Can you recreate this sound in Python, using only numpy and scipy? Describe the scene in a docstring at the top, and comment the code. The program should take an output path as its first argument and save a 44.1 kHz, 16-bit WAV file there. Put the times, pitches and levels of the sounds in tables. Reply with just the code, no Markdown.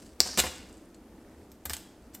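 """A knife cuts through a fish on a wooden board, heard close: the backbone snaps, the blade hisses on and
crunches onto the wood with soft thuds; later small bones crack and skin ticks over a low appliance drone.
The snap is one coloured impulse, cracks are noise bursts with a short ring, thuds are board and counter
modes, the slide is dense noise grains, ticks are damped sines. Two decaying noises make the tiled kitchen."""
import sys
import numpy as np
from scipy import signal
from scipy.fft import rfft, irfft, next_fast_len
from scipy.io import wavfile
from scipy.ndimage import map_coordinates

SR = 44100
rng = np.random.default_rng(int(sys.argv[2]) if len(sys.argv) > 2 else 0)


def generate_wav(sig):
    """Save sig (samples, or channels by samples) to the path in sys.argv[1] as 16-bit PCM at SR."""
    pcm = np.round(np.clip(np.atleast_2d(sig).T, -1, 1) * 32767).astype(np.int16)
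    wavfile.write(sys.argv[1], SR, pcm)


def magnitude_from_level(level_db):
    """Linear magnitude for a level in decibels (20 dB per decade)."""
    exponent = np.asarray(level_db, float) / 20
    return 10 ** exponent


N = 97020  # samples, 2.2 s


def unit(x):
    """Scale to rms 1."""
    return x / np.sqrt(np.mean(x ** 2) + 1e-20)


def along(points, hz):
    """Read a curve of (Hz, value) points on a log frequency axis."""
    f, v = np.transpose(points)
    return np.interp(np.log(hz + 1), np.log(f + 1), v)


def filtered(x, response):
    """Filter x by a response given as a function of frequency."""
    n = x.shape[-1]
    m = next_fast_len(n + 8192)
    return irfft(rfft(x, m) * response(np.fft.rfftfreq(m, 1 / SR)), m)[..., :n]


def resonance(f, hz, width_hz):
    """Complex response of one causal resonance, gain 1 at its peak."""
    return 1j * f * width_hz / (hz * hz - f * f + 1j * f * width_hz + 1e-9)


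def add(track, s, sound):
    """Mix a sound into the track at s seconds."""
    spot = track[round(s * SR):][:len(sound)]
    spot += sound[:len(spot)]


def wobble(rate):
    """A smooth random curve with rate knots a second."""
    knots = rng.standard_normal(int(N * rate / SR) + 4)
    return map_coordinates(knots, [np.arange(N) * rate / SR])


def drone():
    """Appliance rumble and microphone hiss as shaped noise in the middle, a far fainter noise at the sides."""
    # colour of the rumble and hiss in the middle: f/Hz, relative density/dB per Hz
    mid_colour = [(12, -47.5), (20, -10), (69, -0.5), (160, -14.5), (189, -2.5), (289, -2.5), (323, -0.5),
                  (361, -7), (535, -12), (583, -12.5), (863, -18), (1050, -22), (1430, -23.5), (1790, -27),
                  (3830, -35), (14300, -39.5), (16500, -54)]
    # colour of the faint, independent noise at the sides: f/Hz, relative density/dB per Hz
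    side_noise_colour = [(12, -41.5), (20, -8), (82, -16.5), (135, 0.5), (400, -1), (14300, -3.5),
                         (16500, -26)]
    level_db, side_noise_db = -52.5, -21.5  # side noise relative to the middle
    mid = unit(filtered(rng.standard_normal(N), lambda f: magnitude_from_level(along(mid_colour, f))))
    side_noise = unit(filtered(rng.standard_normal(N), lambda f: magnitude_from_level(along(side_noise_colour, f))))
    return magnitude_from_level(level_db + 1.2 * wobble(5.6)) * np.array([mid, magnitude_from_level(side_noise_db) * side_noise])


def kitchen(x):
    """Near counter and tiles answer first, the room dies band by band; mid and side answers are unrelated."""
    # how long the room rings: f/Hz, t60/s
    room_decay = [(70, 0.25), (250, 0.99), (600, 0.65), (2000, 0.68), (5500, .58), (8000, 0.45),
                  (12000, 0.368)]
    room_db, near_db, near_t60_s = -11, -6, 0.071
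    hz, frame_s, noise = signal.stft(rng.standard_normal((2, SR)), SR, nperseg=256)
    decay = magnitude_from_level(-60 * frame_s / along(room_decay, hz)[:, None])
    tail = signal.istft(noise * decay, SR, nperseg=256)[1]
    t = np.arange(tail.shape[1]) / SR
    room = tail * (1 - np.exp(-t / 0.01))  # swells in over about 10 ms
    near = rng.standard_normal(tail.shape) * magnitude_from_level(-60 * t / near_t60_s)
    answer = magnitude_from_level(room_db) * room / np.linalg.norm(room[0])
    answer = answer + magnitude_from_level(near_db) * near / np.linalg.norm(near[0])
    delayed = np.pad(x, (60, 0))  # 1.4 ms to the first surface
    return signal.fftconvolve(delayed[None], answer, axes=1)[:, :N]


def ticks():
    """Wet skin and scales part in tiny damped sine clicks, joined by a faint even patter."""
    # skin and scales: t/s, level/dB, f/Hz; level and pitch vary a little at random
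    skin_ticks = [(0.063, -45.5, 4615), (0.288, -32, 8550), (0.312, -38, 7540), (0.331, -31.5, 7000),
                  (0.3704, -31, 8145), (0.372, -31.5, 8660), (0.728, -35, 8560), (0.742, -41, 7450),
                  (0.771, -37.5, 8000), (0.779, -38.5, 8100), (0.856, -43.5, 8950)]
    # even patter: start/s, length/s, rate/pulses per s, level/dB, f/Hz
    start_s, length_s, rate, patter_db, patter_hz = (1.181, .25, 29.9, -45.5, 1850)
    tick_cycles, patter_cycles = 17, 10.4  # cycles to fall by 60 dB
    out, t = np.zeros(N), np.arange(SR // 50) / SR
    rows = [(*row, tick_cycles) for row in skin_ticks]
    for s in np.arange(start_s, start_s + length_s, 1 / rate):
        rows.append((s, patter_db, patter_hz, patter_cycles))
    for s, db, hz, cycles in rows:
        size, pitch = rng.standard_normal(2)
        envelope = magnitude_from_level(db + 1.2 * size - 60 * t * hz / cycles) * (1 - np.exp(-t * hz))
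        add(out, s, envelope * np.sin(2 * np.pi * hz * (1 + 0.03 * pitch) * t))
    return out


def slide():
    """The blade slides through the cut: dense random grains of steel on flesh and bone over soft noise."""
    # loudness of the rub: t/s, level/dB
    rub_level = [(0, -57.5), (0.078, -63), (.19, -73), (.21, -60), (0.257, -44.5), (.33, -47.5),
                 (.38, -53.5), (.42, -43.5), (.7, -65), (0.799, -68), (1.0, -77.5), (2.121, -73.5),
                 (2.144, -61), (2.2, -86.5)]
    # colour of the rub: f/Hz, relative density/dB per Hz
    rub_colour = [(300, -34.5), (1000, -3), (4000, -5), (4600, 0.5), (6200, -2.5), (8000, 0.5), (10500, -9),
                  (15000, -19), (17000, -36)]
    grains_per_s, grain_spread_db = 1700, 5.5
    s, db = np.transpose(rub_level)
    hits = rng.random(N) < grains_per_s / SR
    boost = magnitude_from_level(grain_spread_db * np.minimum(rng.exponential(size=N), 2))
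    grains = hits * rng.standard_normal(N) * boost
    rough = unit(grains) + 0.3 * rng.standard_normal(N)
    rub = unit(filtered(rough, lambda f: magnitude_from_level(along(rub_colour, f))))
    return rub * magnitude_from_level(np.interp(np.arange(N) / SR, s, db) + 2.3 * wobble(60))


def slice_hiss():
    """The flat of the blade hisses through the parted bone: a steep-edged noise band after the snap."""
    # loudness of the hiss: t/s, level/dB
    hiss_level = [(.204, -92), (.215, -39.5), (0.302, -43), (0.366, -48), (.4, -66)]
    centre_hz, width_hz = 5400, 1900
    s, db = np.transpose(hiss_level)
    noise = rng.standard_normal(N)
    band = unit(filtered(noise, lambda f: 1 / (1 + (2 * (f - centre_hz) / width_hz) ** 4)))
    return band * magnitude_from_level(np.interp(np.arange(N) / SR, s, db, right=-120) + 1.5 * wobble(64))


def thuds():
    """Flesh and blade land: decaying board modes, duller for a longer contact, and a boom in the counter."""
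    # landings: t/s, board level/dB, contact/s, counter boom level/dB
    landings = [(0.205, -31, 0.0008, -44), (0.258, -33.5, 0.0012, -52), (0.288, -40, 0.00062, -63),
                (0.332, -40.5, 0.00028, -57), (0.3748, -23, 0.0015, -42), (0.385, -19.5, 0.0016, -51),
                (0.392, -27, 0.00099, -35), (0.439, -26, 0.00072, -38), (0.4442, -39, 0.0013, -50),
                (0.451, -34, 0.0012, -46), (0.466, -29, 0.00018, -53), (1.655, -34, 0.00037, -41),
                (1.697, -41.5, 0.00021, -40.5), (1.7045, -33, 0.00032, -61)]
    # modes of the board, detuned a little at each landing: f/Hz, relative level/dB, t60/s
    board_modes = [(220, -8, .05), (260, -2, .06), (376, -3, .045), (517, -2, .045), (620, -4, .035),
                   (740, -1, .04), (930, -3, .04), (1130, -3, .035), (1710, -4, .03), (2080, -5, .025),
                   (2800, -9, .025)]
    # modes of the counter: f/Hz, relative level/dB, t60/s
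    counter_modes = [(72.6, 8, 0.186), (89.8, -7, 0.049), (167.3, 1, 0.077)]
    boom_rise_s = 0.011
    out, t = np.zeros(N), np.arange(SR // 2) / SR
    hz, level_db, t60 = np.transpose(board_modes)[:, :, None]
    boom = sum(magnitude_from_level(g - 60 * t / ring_s) * np.sin(2 * np.pi * f * t) for f, g, ring_s in counter_modes)
    boom = boom * (1 - np.exp(-t / boom_rise_s)) ** 2
    for s, db, contact_s, boom_db in landings:
        # a blow drives best the modes whose half period is near the contact time
        half_periods = 2 * hz * contact_s
        drive = 2 * half_periods ** 1.3 / (1 + half_periods ** 2.31)
        size = magnitude_from_level(level_db + 1.7 * rng.standard_normal(hz.shape) - 60 * t / t60) * drive
        detune = 1 + 0.05 * rng.standard_normal(hz.shape)
        knock = (size * np.sin(2 * np.pi * hz * detune * t)).sum(axis=0)
        add(out, s, magnitude_from_level(db) * knock * (1 - np.exp(-t / contact_s)))
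        add(out, s, magnitude_from_level(boom_db) * boom)
    return out


def cracks():
    """The edge breaks bone and skin: a spike and dying gritty noise, bright in one region that rings."""
    # breaks: t/s, relative level/dB, brightest f/Hz, t60/s, top-octave gain/dB
    breaks = [(0.3745, -16, 4500, 0.053, -2.5), (0.382, -16, 3670, 0.02, 6), (0.387, -14, 7440, 0.043, -17),
              (0.391, -11.5, 7900, .024, -3), (0.3946, -11.5, 2848, 0.017, -1.5),
              (0.399, -14.5, 8140, 0.016, -7.5), (0.401, -11, 3860, 0.028, 3),
              (0.4376, -26.5, 2110, 0.019, -11.5), (0.459, -31, 2798, 0.03, -11.5),
              (0.467, -29.5, 2406, 0.036, -10.5), (0.474, -31.5, 3500, 0.031, -9.5),
              (0.945, -45.5, 5710, 0.043, -9.5), (1.5171, -42, 6430, 0.03, 8),
              (1.6537, -24.5, 11940, 0.037, 24.5), (1.657, -26.5, 7800, 0.036, -10),
              (1.6967, -23, 4970, 0.04, 0), (1.7034, -33, 5310, 0.14, 6.5), (1.7335, -20.5, 8640, 0.046, 1),
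              (1.767, -28.5, 7710, 0.013, -0.5), (2.141, -47.5, 7860, 0.034, 6.5),
              (2.146, -36.5, 8300, 0.038, 16), (2.1495, -31.5, 8270, 0.023, 10.5)]
    # colour common to all: f/Hz, relative density/dB per Hz
    splinter_colour = [(350, -51.5), (600, -7.5), (1330, -10.5), (1510, -4), (2340, -7.5), (2760, -3.5),
                       (5950, -6.5), (7830, -2.5), (10600, -13), (13900, -6.5), (16000, -25.5)]
    burst_db, ring_db, ring_cycles = -9.5, -6, 61  # the ring falls 60 dB in 61 cycles
    peak_db, peak_width = -7.5, 0.2  # bright region, width as a share of its frequency
    knock_db, knock_t60_s = -1, 0.006
    top_octave_hz, spike = 10510, 3.7
    out, t = np.zeros(N), np.arange(SR // 10) / SR
    for s, db, hz, t60, top_db in breaks:
        grit = rng.standard_normal(len(t)) * magnitude_from_level(6.8 * rng.standard_normal(len(t)))
        grit[6] += spike

        def tint(f):
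            base = magnitude_from_level(along(splinter_colour, f) + top_db * (f > top_octave_hz))
            return base * (1 + magnitude_from_level(peak_db) * np.abs(resonance(f, hz, peak_width * hz)))

        shape = magnitude_from_level(-60 * t / t60) + magnitude_from_level(knock_db - 60 * t / knock_t60_s)
        burst = shape * filtered(grit, tint)
        # the burst takes its energy from the envelope, whatever its colour
        add(out, s, magnitude_from_level(db + burst_db) * unit(burst) * np.sqrt(np.mean(shape ** 2)))
        ring = magnitude_from_level(db + ring_db - 60 * t * hz / ring_cycles) * np.sin(2 * np.pi * hz * t)
        add(out, s, ring)
    return out


def snap():
    """The backbone breaks: a single impulse through the minimum-phase colour of bone and blade."""
    # the break: t/s, peak level/dB
    backbone = [(0.204, 5.5)]
    # colour of the break: f/Hz, relative density/dB per Hz
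    bone_colour = [(100, -32), (220, -20.5), (360, -9.5), (720, -13), (1050, -18), (2100, -11.5),
                   (3400, -15), (4150, -4.5), (4700, 1.5), (5900, -3.5), (6400, -16.5), (7000, -3.5),
                   (8500, -9.5), (9300, -18.5), (10800, -26), (11900, -12), (12800, -24.5), (14000, -17.5),
                   (16000, -28), (18000, -25.5)]
    out, m = np.zeros(N), 2048
    # folding the cepstrum forward makes the response causal
    cepstrum = irfft(np.log(magnitude_from_level(along(bone_colour, np.fft.rfftfreq(m, 1 / SR)))), m)
    cepstrum[1:m // 2] *= 2
    cepstrum[m // 2 + 1:] = 0
    ring = irfft(np.exp(rfft(cepstrum)), m)[:m // 2]
    for s, db in backbone:
        add(out, s, -magnitude_from_level(db) * ring / np.abs(ring).max())
    return out


def scene():
    """Knife work in the middle, the room barely wider."""
    # how strongly each part reaches the walls: snap/dB, cracks/dB, all the rest/dB
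    sends_db = (-5, 0, -3)
    wide_db = -29  # side of the room
    parts = [snap(), cracks(), thuds() + slide() + slice_hiss() + ticks()]
    room = sum(kitchen(part) * magnitude_from_level(db) for part, db in zip(parts, sends_db))
    mid, side = room * magnitude_from_level([[0], [wide_db]]) + drone()
    mid = mid + sum(parts)
    return np.array([mid + side, mid - side])


def top_cut(x):
    """Nothing passes above the cut-off."""
    return signal.sosfilt(signal.butter(12, 16760, fs=SR, output="sos"), x)


def record(dry):
    """The camera clips at full scale and keeps little above its band limit."""
    top_hz, cut_hz = 15900, 16800  # weak above the first, silent above the second
    clipped = np.clip(dry, -1, 1)
    mix = filtered(clipped, lambda hz: np.where(hz < top_hz, 1, magnitude_from_level(-24.5)) * (hz < cut_hz))
    return top_cut(mix)


dry = scene()
out = record(dry)
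generate_wav(out)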